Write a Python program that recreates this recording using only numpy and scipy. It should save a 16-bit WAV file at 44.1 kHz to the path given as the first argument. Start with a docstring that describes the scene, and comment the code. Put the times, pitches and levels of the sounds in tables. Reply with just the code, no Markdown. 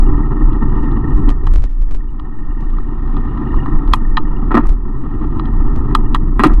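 """A bicycle rolls along a city street, heard by a microphone in a plastic housing on the handlebar.
Noise and grit for the rough asphalt drive the resonances of mount and housing, over a deep, lumpy
sway and flutter of air. Knocks and snaps through the same resonances make clacks on small bumps and
rattles over two big ones, the hardest clipping. Dry ticks and cracks, sine pings and the faint
filtered hiss of an overtaking car complete it."""
import sys
import numpy as np
from scipy import signal
from scipy.fft import rfft, irfft
from scipy.io import wavfile
from scipy.ndimage import uniform_filter1d, minimum_filter1d

SR = 44100
rng = np.random.default_rng(int(sys.argv[2]) if len(sys.argv) > 2 else 0)


def dump(signal):
    """Clip the signal to [-1, 1] and save it as 16-bit WAV at the path in sys.argv[1]."""
    limited = np.clip(np.atleast_2d(signal).T, -1, 1)
    pcm = np.round(limited * 32767).astype(np.int16)
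    wavfile.write(sys.argv[1], SR, pcm)


N = 291060
TIME, HZ = np.arange(N) / SR, np.fft.rfftfreq(N, 1 / SR)  # seconds, and the frequency of each bin
EDGE_HZ = 15800  # upper edge of the recorder's band

# Levels are in dB; some layers add a trim of their own.
# shaking by the road: start_s [s], mount_db [dB], housing_db [dB], treble_db [dB]
ROAD_SHAKING = [(0, -20.5, -33, -60.5), (0.33, -24, -34, -62.5), (0.851, -21, -32.5, -60.5),
                (1.271, -22.5, -35, -61.5), (1.37, -29.5, -42, -69), (1.52, -32.5, -41.5, -63),
                (1.7, -40.5, -52.5, -68.5), (2.25, -35, -44.5, -73), (2.95, -29.5, -40.5, -64),
                (3.148, -26, -37.5, -61), (3.701, -22.5, -33, -66.5), (4.05, -28.5, -39, -70.5),
                (4.45, -25.5, -35.5, -61.5), (4.799, -31, -42.5, -69), (5.2, -25.5, -37, -60.5),
                (5.88, -22.5, -33.5, -61), (6.2, -24.5, -40, -68), (6.6, -25.5, -37, -59)]
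# tone of tyre on asphalt: frequency_hz [Hz], level_db [dB]
ROAD_TONE = [(500, 7), (1200, -1.5), (1500, -3), (1850, -5.5), (2150, -10.5), (2850, -17), (3300, -20),
             (4000, -18.5), (6000, -29), (12000, -45)]
# resonances of handlebar and mount: pitch_hz [Hz], width_hz [Hz], level_db [dB]
MOUNT_MODES = [(98, 58, -8.5), (133.7, 46.4, 1.5), (226.5, 54, -0.5), (295.9, 59, 0), (355.7, 34, -8),
               (383, 64.5, -11)]
# resonances of the plastic housing: pitch_hz [Hz], width_hz [Hz], level_db [dB]
HOUSING_MODES = [(490, 180, -16.5), (779, 113, -5), (892.6, 70, 0.5), (1021, 150, 0), (1155, 120, -0.5),
                 (1224, 55, 3), (1299.4, 128, 1), (1643, 160, -14), (1887, 190, -8), (2260, 460, -20),
                 (2520, 99, -15), (2870, 330, -16), (3194, 120, -14.5), (3376, 210, -16.5),
                 (3830, 740, -24), (4020, 100, -21.5), (4800, 390, -24.5), (6200, 450, -41),
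                 (6900, 630, -46)]
# light parts ringing in short blips: pitch_hz [Hz], width_hz [Hz], level_db [dB]
BLIP_MODES = [(1838, 92, 0.5), (2834, 210, -17.5), (3660, 220, -29.5)]
# how loudly those light parts ring: start_s [s], level_db [dB]
BLIP_LEVEL = [(0, -50), (0.2, -49.5), (0.5, -47), (0.9, -43.5), (1.25, -50), (1.7, -61), (2.1, -62.5),
              (2.6, -49.5), (3.0, -53), (3.6, -41), (3.85, -51.5), (4.4, -52.5), (4.8, -60), (5.5, -50.5),
              (6.1, -56), (6.25, -57.5), (6.6, -54.5)]
# tone of the deep sway: frequency_hz [Hz], level_db [dB per Hz]
SWAY_TONE = [(8, 1.5), (17, -16.5), (24, 7), (31, 7), (40, -4), (52, -15), (80, -44.5)]
# tone of the air flutter above it: frequency_hz [Hz], level_db [dB per Hz]
FLUTTER_TONE = [(25, -29), (50, 5.5), (75, -1.5), (110, -7.5), (170, -20), (400, -35), (1500, -63.5),
                (6000, -75), (14000, -97.5)]
# slow swell of the deep buffeting: start_s [s], level_db [dB]
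WIND_SWELL = [(0, -9), (0.6, -13.5), (1.0, -13), (1.8, -15.5), (2.25, -17.5), (2.6, -14.5), (2.9, -17.5),
              (3.3, -17), (3.7, -16.5), (4.2, -13), (4.6, -14.5), (5.0, -19), (5.3, -18.5), (5.6, -10.5),
              (6.2, -13.5), (6.6, -8.5)]
# heavy gusts standing out of it: middle_s [s], length_s [s], sway_db [dB], flutter_db [dB]
GUST_ARCHES = [(0.463, 0.12, -3, -40), (1.159, 0.065, -2, -37.5), (1.278, 0.11, 0, -19),
               (1.542, 0.3, -6, -16.5), (1.821, 0.071, -8, -24), (1.93, 0.16, -8.5, -26),
               (3.57, 0.093, -7.5, -23), (3.763, 0.089, -3.5, -26), (3.906, 0.12, -5.5, -18.5),
               (4.691, 0.15, -5, -24)]
# tone of the passing car: frequency_hz [Hz], level_db [dB per Hz]
CAR_TONE = [(100, -8), (500, -8), (1000, 7.5), (1600, -4.5), (2300, -15.5), (3400, -19), (4000, -24.5),
            (5000, -32.5), (16000, -65)]
# tone of the steady background hiss: frequency_hz [Hz], level_db [dB per Hz]
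HISS_TONE = [(1000, -5.5), (5000, -3.5), (8000, -7.5), (12000, -19.5), (16000, -24.5)]
# clearest pings of the light parts: start_s [s], peak_db [dB], pitch_hz [Hz]
PING_HITS = [(0.062, -45, 2830), (0.233, -31.5, 1860), (0.696, -51.5, 2920), (2.006, -41.5, 1850),
             (2.088, -53, 2880), (3.485, -47.5, 2830), (3.6, -40, 2850), (3.666, -32, 1807),
             (4.05, -33, 1810), (4.17, -13, 1820), (4.277, -53, 2900), (4.364, -43.5, 2830),
             (6.062, -49, 2830)]
# dry ticks, most of them where the air buffets hardest: start_s [s], level_db [dB]
TICK_HITS = [(0.4775, -35), (0.8315, -28.5), (1.149, -33), (1.1735, -26.5), (1.3038, -14.5), (1.309, -33),
             (1.4585, -30), (1.4705, -19), (1.473, -32), (1.52, -33), (1.5367, -28), (1.5402, -18.5),
             (1.5599, -13.5), (1.579, -30), (1.5855, -24), (1.623, -25), (1.63, -34), (1.6403, -15),
             (1.651, -29), (1.695, -31.5), (1.711, -33), (1.731, -33.5), (1.816, -28.5), (1.826, -29),
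             (1.9115, -22), (1.9215, -24), (1.9468, -20.5), (1.952, -25), (1.962, -28), (2.107, -36.5),
             (2.464, -37), (2.609, -28), (2.639, -33), (3.548, -32), (3.9302, -19), (4.671, -25),
             (4.6928, -16), (4.70, -28), (4.723, -29), (4.728, -40), (4.733, -31.5), (5.762, -20),
             (6.5365, -19.5), (6.541, -26), (6.546, -30)]
# tone of a dry tick: frequency_hz [Hz], level_db [dB]
TICK_TONE = [(60, 10.5), (300, 15), (1000, 6.5), (3000, -6), (7000, -14.5), (10000, -23.5), (12000, -33),
             (16000, -33)]
# thin cracks, most of them on hard blows, a few among the dry ticks: start_s [s], level_db [dB]
CRACK_HITS = [(1.2925, -22), (1.537, -25), (1.56, -36), (3.9383, -3.5), (4.546, -29.5), (4.5523, -30),
              (4.5715, -36), (4.5945, -38), (4.6712, -25), (5.9515, -7.5), (6.1487, -13), (6.3953, -11),
              (6.4365, -7), (6.4445, -27), (6.4487, -5), (6.472, -16.5)]
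# tone of a thin crack: frequency_hz [Hz], level_db [dB]
CRACK_TONE = [(500, -6.5), (2000, 15), (5000, 2.5), (7000, 3), (10000, 4.5), (13000, -10.5), (16000, -14.5)]
# clacks of the housing: start_s [s], level_db [dB], treble_share_db [dB], pitch_hz [Hz]
CLACK_HITS = [(0.53, -29, -9, 1140), (0.917, -26, -12.5, 1110), (1.291, -19.5, -3, 1180),
              (1.4675, -19, -13, 1100), (1.471, -14, -16.5, 1000), (2.197, -22.5, -10.5, 1040),
              (2.703, -37, -7, 1104), (2.784, -22.5, -17.5, 1000), (3.076, -26, -18.5, 886),
              (3.167, -19, -13.5, 1010), (3.376, -31.5, -9, 1080), (3.5408, -17, -23, 930),
              (3.659, -14.5, -24.5, 1040), (3.876, -24, -11, 1070), (3.9351, 3.5, -6.5, 990),
              (3.942, -22, -17, 1150), (4.1705, -4, -5, 1237), (4.1761, -6.5, -24, 1196),
              (4.181, -15.5, -8, 1350), (4.852, -31, -25, 1060), (5.396, -14.5, -11.5, 1170),
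              (5.455, -24, -9, 1250), (5.563, -27.5, -23.5, 970), (5.912, -21.5, -29.5, 1050),
              (5.9496, 1, -7.5, 1350), (5.954, -13.5, -12, 1250), (6.146, -4, -7, 1200),
              (6.153, -7.5, -17, 1200), (6.159, -11.5, -18, 1100)]
# tone of a light, hard contact: frequency_hz [Hz], level_db [dB]
CLACK_TONE = [(300, 11), (550, 4.5), (760, 3.5), (1100, 8), (1400, 4), (1850, 7), (2400, 1.5), (2900, 5.5),
              (3400, 3.5), (3950, 8), (4700, 0.5), (6300, -2)]
# single blows of the jolts: start_s [s], level_db [dB], treble_share_db [dB], thud_share_db [dB], pitch_hz [Hz]
JOLT_HITS = [(1.283, -21.5, -14, 6.5, 1120), (4.508, -10, -29, -4.5, 1160), (4.515, -7.5, -20, 1, 1150),
             (4.527, -18.5, -23, 6.5, 1170), (4.543, -4, -17, 1.5, 1130), (4.551, -3, -31, -0.5, 1060),
             (4.5695, 0.5, -19, -4, 1110), (4.576, -5, -23, -0.5, 940), (4.586, -13, -25, 4, 1100),
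             (4.594, -13.5, -22, 4, 1080), (4.606, -16.5, -23, -6, 1150), (4.634, -21.5, -20, 6, 1190),
             (4.652, -22, -20, -4, 1040), (5.397, -29, -29, 12, 1090), (6.3942, 0.5, -19, -7, 1120),
             (6.399, -4.5, -14, 0.5, 1700), (6.404, -7.5, -14, 0, 1280), (6.42, -14, -16, 0, 1100),
             (6.436, 5.5, -15, -5, 1250), (6.441, 2, -28, -5, 1300), (6.449, -8.5, -8, 4, 1100),
             (6.457, -8, -8, 9, 900), (6.464, -11, -12, 4, 1200), (6.475, -20, -24, -7, 1200),
             (6.482, -17, -24, -4, 1150), (6.496, -15.5, -27, 4, 1100), (6.505, -19.5, -26, 11, 1100),
             (6.518, -22, -21, -3, 1200)]
# tone of a broad, heavy blow: frequency_hz [Hz], level_db [dB]
JOLT_TONE = [(100, -15.5), (200, -3), (290, 5.5), (400, 1), (620, 14.5), (850, 0.5), (1250, 1), (1550, 7),
             (1850, 5.5), (2300, 3.5), (3200, -13), (4200, -10.5), (4900, -15), (8000, -11)]


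def gain_of(db):
    """Decibels to amplitude."""
    return 10 ** (np.asarray(db) / 20)


def evened(x):
    """Scales to rms 1."""
    return x / np.sqrt(np.mean(x ** 2) + 1e-20)


def peaked(x):
    """Scales to peak 1."""
    return x / (abs(x).max() + 1e-12)


def noise():
    """White noise over the whole scene."""
    return rng.standard_normal(N)


def add(mix, start_s, sound):
    """Mixes a sound in at its start time."""
    part = mix[max(round(start_s * SR), 0):][:len(sound)]
    part += sound[:len(part)]


def over_time(points):
    """Level in dB at every moment, from a few (s, dB) points."""
    return np.interp(TIME, *np.transpose(points))


def below(split_hz, steepness):
    """Gain at every frequency of a smooth low-pass."""
    return 1 / (1 + (HZ / split_hz) ** steepness)


def colour(points):
    """Gain at every frequency from a few (Hz, dB) points."""
    hz, db = np.transpose(points)
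    return gain_of(np.interp(np.log(HZ + 1), np.log(hz), db))


def body(modes):
    """Gain at every frequency of a set of steep-sided resonances, summed as power."""
    power = 0
    for hz, width_hz, db in modes:
        power = power + (gain_of(db) / (1 + (2 * (HZ - hz) / width_hz) ** 2)) ** 2
    return np.sqrt(power)


def shaped(x, gain):
    """Filters a whole signal; rms 1."""
    return evened(irfft(rfft(x) * gain, N))


def ring(gain, size=4096):
    """Causal impulse response with the given gain: the energy comes as early as it can."""
    log_gain = np.log(np.maximum(gain / gain.max(), 1e-5))
    circle = np.concatenate([log_gain, log_gain[-2:0:-1]])
    # minimum phase follows from the Hilbert transform of the log gain
    return np.fft.ifft(np.exp(np.conj(signal.hilbert(circle)))).real[:size]


def wander(rate_hz):
    """Slow random drift of rms 1."""
    return shaped(noise(), below(rate_hz, 4))


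def stones(per_s, spread_db):
    """Random kicks of uneven size and either sign, from the grain of the asphalt."""
    size = gain_of(spread_db * np.minimum(rng.exponential(1, N), 3))
    return (rng.random(N) < per_s / SR) * size * rng.choice([-1, 1], N)


def blipping(per_s=87, spread_db=3.0):
    """Stones kick light parts, each ringing in short blips at its own resonance."""
    blips = np.zeros(N)
    for hz, width_hz, db in BLIP_MODES:
        part_ring = ring(body([(hz, width_hz, 0)]))
        blips += gain_of(db) * evened(signal.fftconvolve(stones(per_s, spread_db), part_ring)[:N])
    return gain_of(over_time(BLIP_LEVEL)) * blips


def rolling(mount_db=1.5, housing_db=-0.5, treble_db=-2.0, patchy_db=1.91, grit_db=-11,
            treble_grit_db=-3, split_hz=2150):
    """Asphalt shakes mount and housing; stones stand out as grit, most in the treble, and as blips."""
    start_s, *columns = np.transpose(ROAD_SHAKING)
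    low_db, mid_db, high_db = (np.interp(TIME, start_s, column) for column in columns)
    texture_db = patchy_db * wander(rate_hz=37)
    shell, lower = body(HOUSING_MODES) * colour(ROAD_TONE), below(split_hz, 20)
    grit = evened(stones(per_s=170, spread_db=-4.5))
    drone = shaped(noise(), body(MOUNT_MODES))
    roar = shaped(noise() + gain_of(grit_db) * grit, shell * lower)
    fizz = shaped(noise() + gain_of(treble_grit_db) * grit, shell * (1 - lower))
    shaking = gain_of(low_db + mount_db) * drone
    shaking += gain_of(mid_db + housing_db) * roar
    shaking += gain_of(high_db + treble_db) * fizz
    return gain_of(texture_db) * (shaking + blipping())


def gusting():
    """Every gust rises and falls in one smooth arch: amplitudes of sway and flutter."""
    arches = np.zeros((2, N))
    for middle_s, length_s, *levels_db in GUST_ARCHES:
        arch = np.cos(np.pi * np.clip((TIME - middle_s) / length_s, -.5, .5))
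        arches += gain_of(levels_db)[:, None] * arch
    return arches


def buffeting(sway_db=1, air_db=-3, lumps_db=2, air_lumps_db=4.0):
    """A lumpy sway strongest near 24 to 31 Hz; the flutter above it grows with the shaking and in gusts."""
    start_s, shaking_db, *_ = np.transpose(ROAD_SHAKING)
    gust, flutter = gusting()
    swing = signal.hilbert(shaped(noise(), colour(SWAY_TONE)))
    # the swings keep a fairly even height, so that wind and gusts set their size
    even_swing = swing.real / (abs(swing) + 0.015)
    sway = shaped(even_swing, below(55, 6))
    air = shaped(noise(), colour(FLUTTER_TONE))
    wind = gain_of(over_time(WIND_SWELL) + sway_db + lumps_db * wander(rate_hz=3.3))
    air_lumps = air_lumps_db * wander(rate_hz=0.21)
    shaking = gain_of(np.interp(TIME, start_s, shaking_db) + air_db + air_lumps)
    return np.hypot(wind, gust) * sway + np.hypot(shaking, flutter) * air


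def car(level_db=-44, nearest_s=3.5, passing_s=0.6, falloff=1.8):
    """Tyre hiss of an overtaking car, swelling as it draws level and falling off quickly with distance."""
    distance = np.hypot(1, (TIME - nearest_s) / passing_s)  # 1 when level with the bicycle
    return gain_of(level_db) / distance ** falloff * shaped(noise(), colour(CAR_TONE))


def hissing(level_db=-90):
    """Very faint, steady hiss: noise filtered to one fixed tone."""
    return gain_of(level_db) * shaped(noise(), colour(HISS_TONE))


def pings(rise_s=0.0027):
    """A larger stone sets one light part ringing: a sine that swells briefly and dies."""
    out, t = np.zeros(N), np.arange(3000) / SR
    for start_s, db, hz in PING_HITS:
        swell = t / rise_s * np.exp(1 - t / rise_s)
        add(out, start_s, gain_of(db) * swell * np.sin(2 * np.pi * hz * t))
    return out


def chatter(share_db, decay_s, swell=0.57, size=6000):
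    """One firm contact, trailed by a burst of tiny uneven ones that swells and dies; energy about 1."""
    u = np.arange(size) / SR / decay_s
    # cubed noise makes the tiny contacts uneven
    trail = rng.standard_normal(size) ** 3 * u ** swell * np.exp(-u)
    share = gain_of(share_db)
    contacts = signal.unit_impulse(size) + share * trail / np.linalg.norm(trail)
    return contacts / np.hypot(1, share)


def struck(response, share_db, decay_s):
    """Sets a response ringing with one contact and its trail of chatter."""
    return signal.fftconvolve(chatter(share_db, decay_s), response)


def ticks(hits, tone, trail_db, trail_s):
    """Dry broadband ticks with no resonances, each trailed by a faint fizz."""
    out, tick = np.zeros(N), peaked(ring(colour(tone)))
    for start_s, db in hits:
        add(out, start_s, gain_of(db) * struck(tick, trail_db, trail_s))
    return out


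def housing_rings(blow, direct_db, split_hz=2300):
    """Hollow lower and bright upper ring of the housing; a little of the blow passes straight through."""
    lower = below(split_hz, 12)
    gain = (body(HOUSING_MODES) + gain_of(direct_db) * below(11000, 4)) * blow
    return ring(gain * lower), ring(gain * (1 - lower))


def pitched(x, hz, q):
    """The place of a blow favours the resonances around one pitch; peak 1."""
    return peaked(signal.lfilter(*signal.iirpeak(hz, q, SR), x))


def clacks(treble_db=1, contact_db=-5, contact_s=0.00069, buzz_db=0, buzz_s=0.0016, lag_s=0.001):
    """Play in the housing closes with a hard snap; the hollow shell answers later, and both buzz to rest."""
    out = np.zeros(N)
    hollow, bright = housing_rings(colour(CLACK_TONE), direct_db=-77.5)
    for start_s, db, share_db, hz in CLACK_HITS:
        knock = struck(pitched(hollow, hz, q=0.82), contact_db, contact_s)
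        snap = struck(peaked(bright), buzz_db, buzz_s)
        add(out, start_s, gain_of(db + share_db + treble_db) * snap)
        add(out, start_s + lag_s, gain_of(db) * knock)
    return out


def jolts(level_db=1, thud_db=-1, rattle_db=2, rattle_s=0.0048, buzz_db=5, buzz_s=0.0062,
          shudder_db=-1, shudder_s=0.0084):
    """A wheel hits a bump: the housing clatters in blows, quick runs at the big ones, and the mount thuds."""
    out, blow = np.zeros(N), colour(JOLT_TONE)
    hollow, bright = housing_rings(blow, direct_db=-62.0)
    mount = ring(body(MOUNT_MODES) * blow)
    for start_s, db, share_db, low_db, hz in JOLT_HITS:
        rattle = struck(pitched(hollow, hz, q=0.94), rattle_db, rattle_s)
        snap = gain_of(share_db) * struck(peaked(bright), buzz_db, buzz_s)
        thud = gain_of(low_db + thud_db) * struck(peaked(mount), shudder_db, shudder_s)
        add(out, start_s, gain_of(db + level_db) * (rattle + snap + thud))
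    return out


def scene():
    """Everything reaches the one microphone on the handlebar, with no room around it."""
    ride = rolling() + buffeting()
    background = car() + hissing()
    ticking = ticks(TICK_HITS, TICK_TONE, trail_db=-6.5, trail_s=0.0077)
    cracking = ticks(CRACK_HITS, CRACK_TONE, trail_db=-13, trail_s=0.0088)
    return (ride + background + pings() + ticking + clacks() + jolts() + cracking)[None]


def record(dry, ceiling=1.0, split_hz=75, least_room=0.22):
    """A limiter turns the deep sway down to leave room for the faster sound; the hardest blows still clip."""
    sway = irfft(rfft(dry[0]) * below(split_hz, 4), N)
    fast = dry[0] - sway
    room = np.maximum(ceiling - abs(fast), least_room)
    # hold the lowest gain around each peak (sizes in samples), then smooth it twice
    allowed = minimum_filter1d(np.minimum(1, room / (abs(sway) + 1e-9)), size=900)
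    eased = uniform_filter1d(uniform_filter1d(allowed, size=450), size=450)
    clipped = np.clip(fast + sway * eased, -1, 1)
    band_edge = signal.firwin(255, EDGE_HZ, window=("kaiser", 9), fs=SR)
    return signal.oaconvolve(clipped, band_edge, "same")[None]


dry = scene()
out = record(dry)
dump(out)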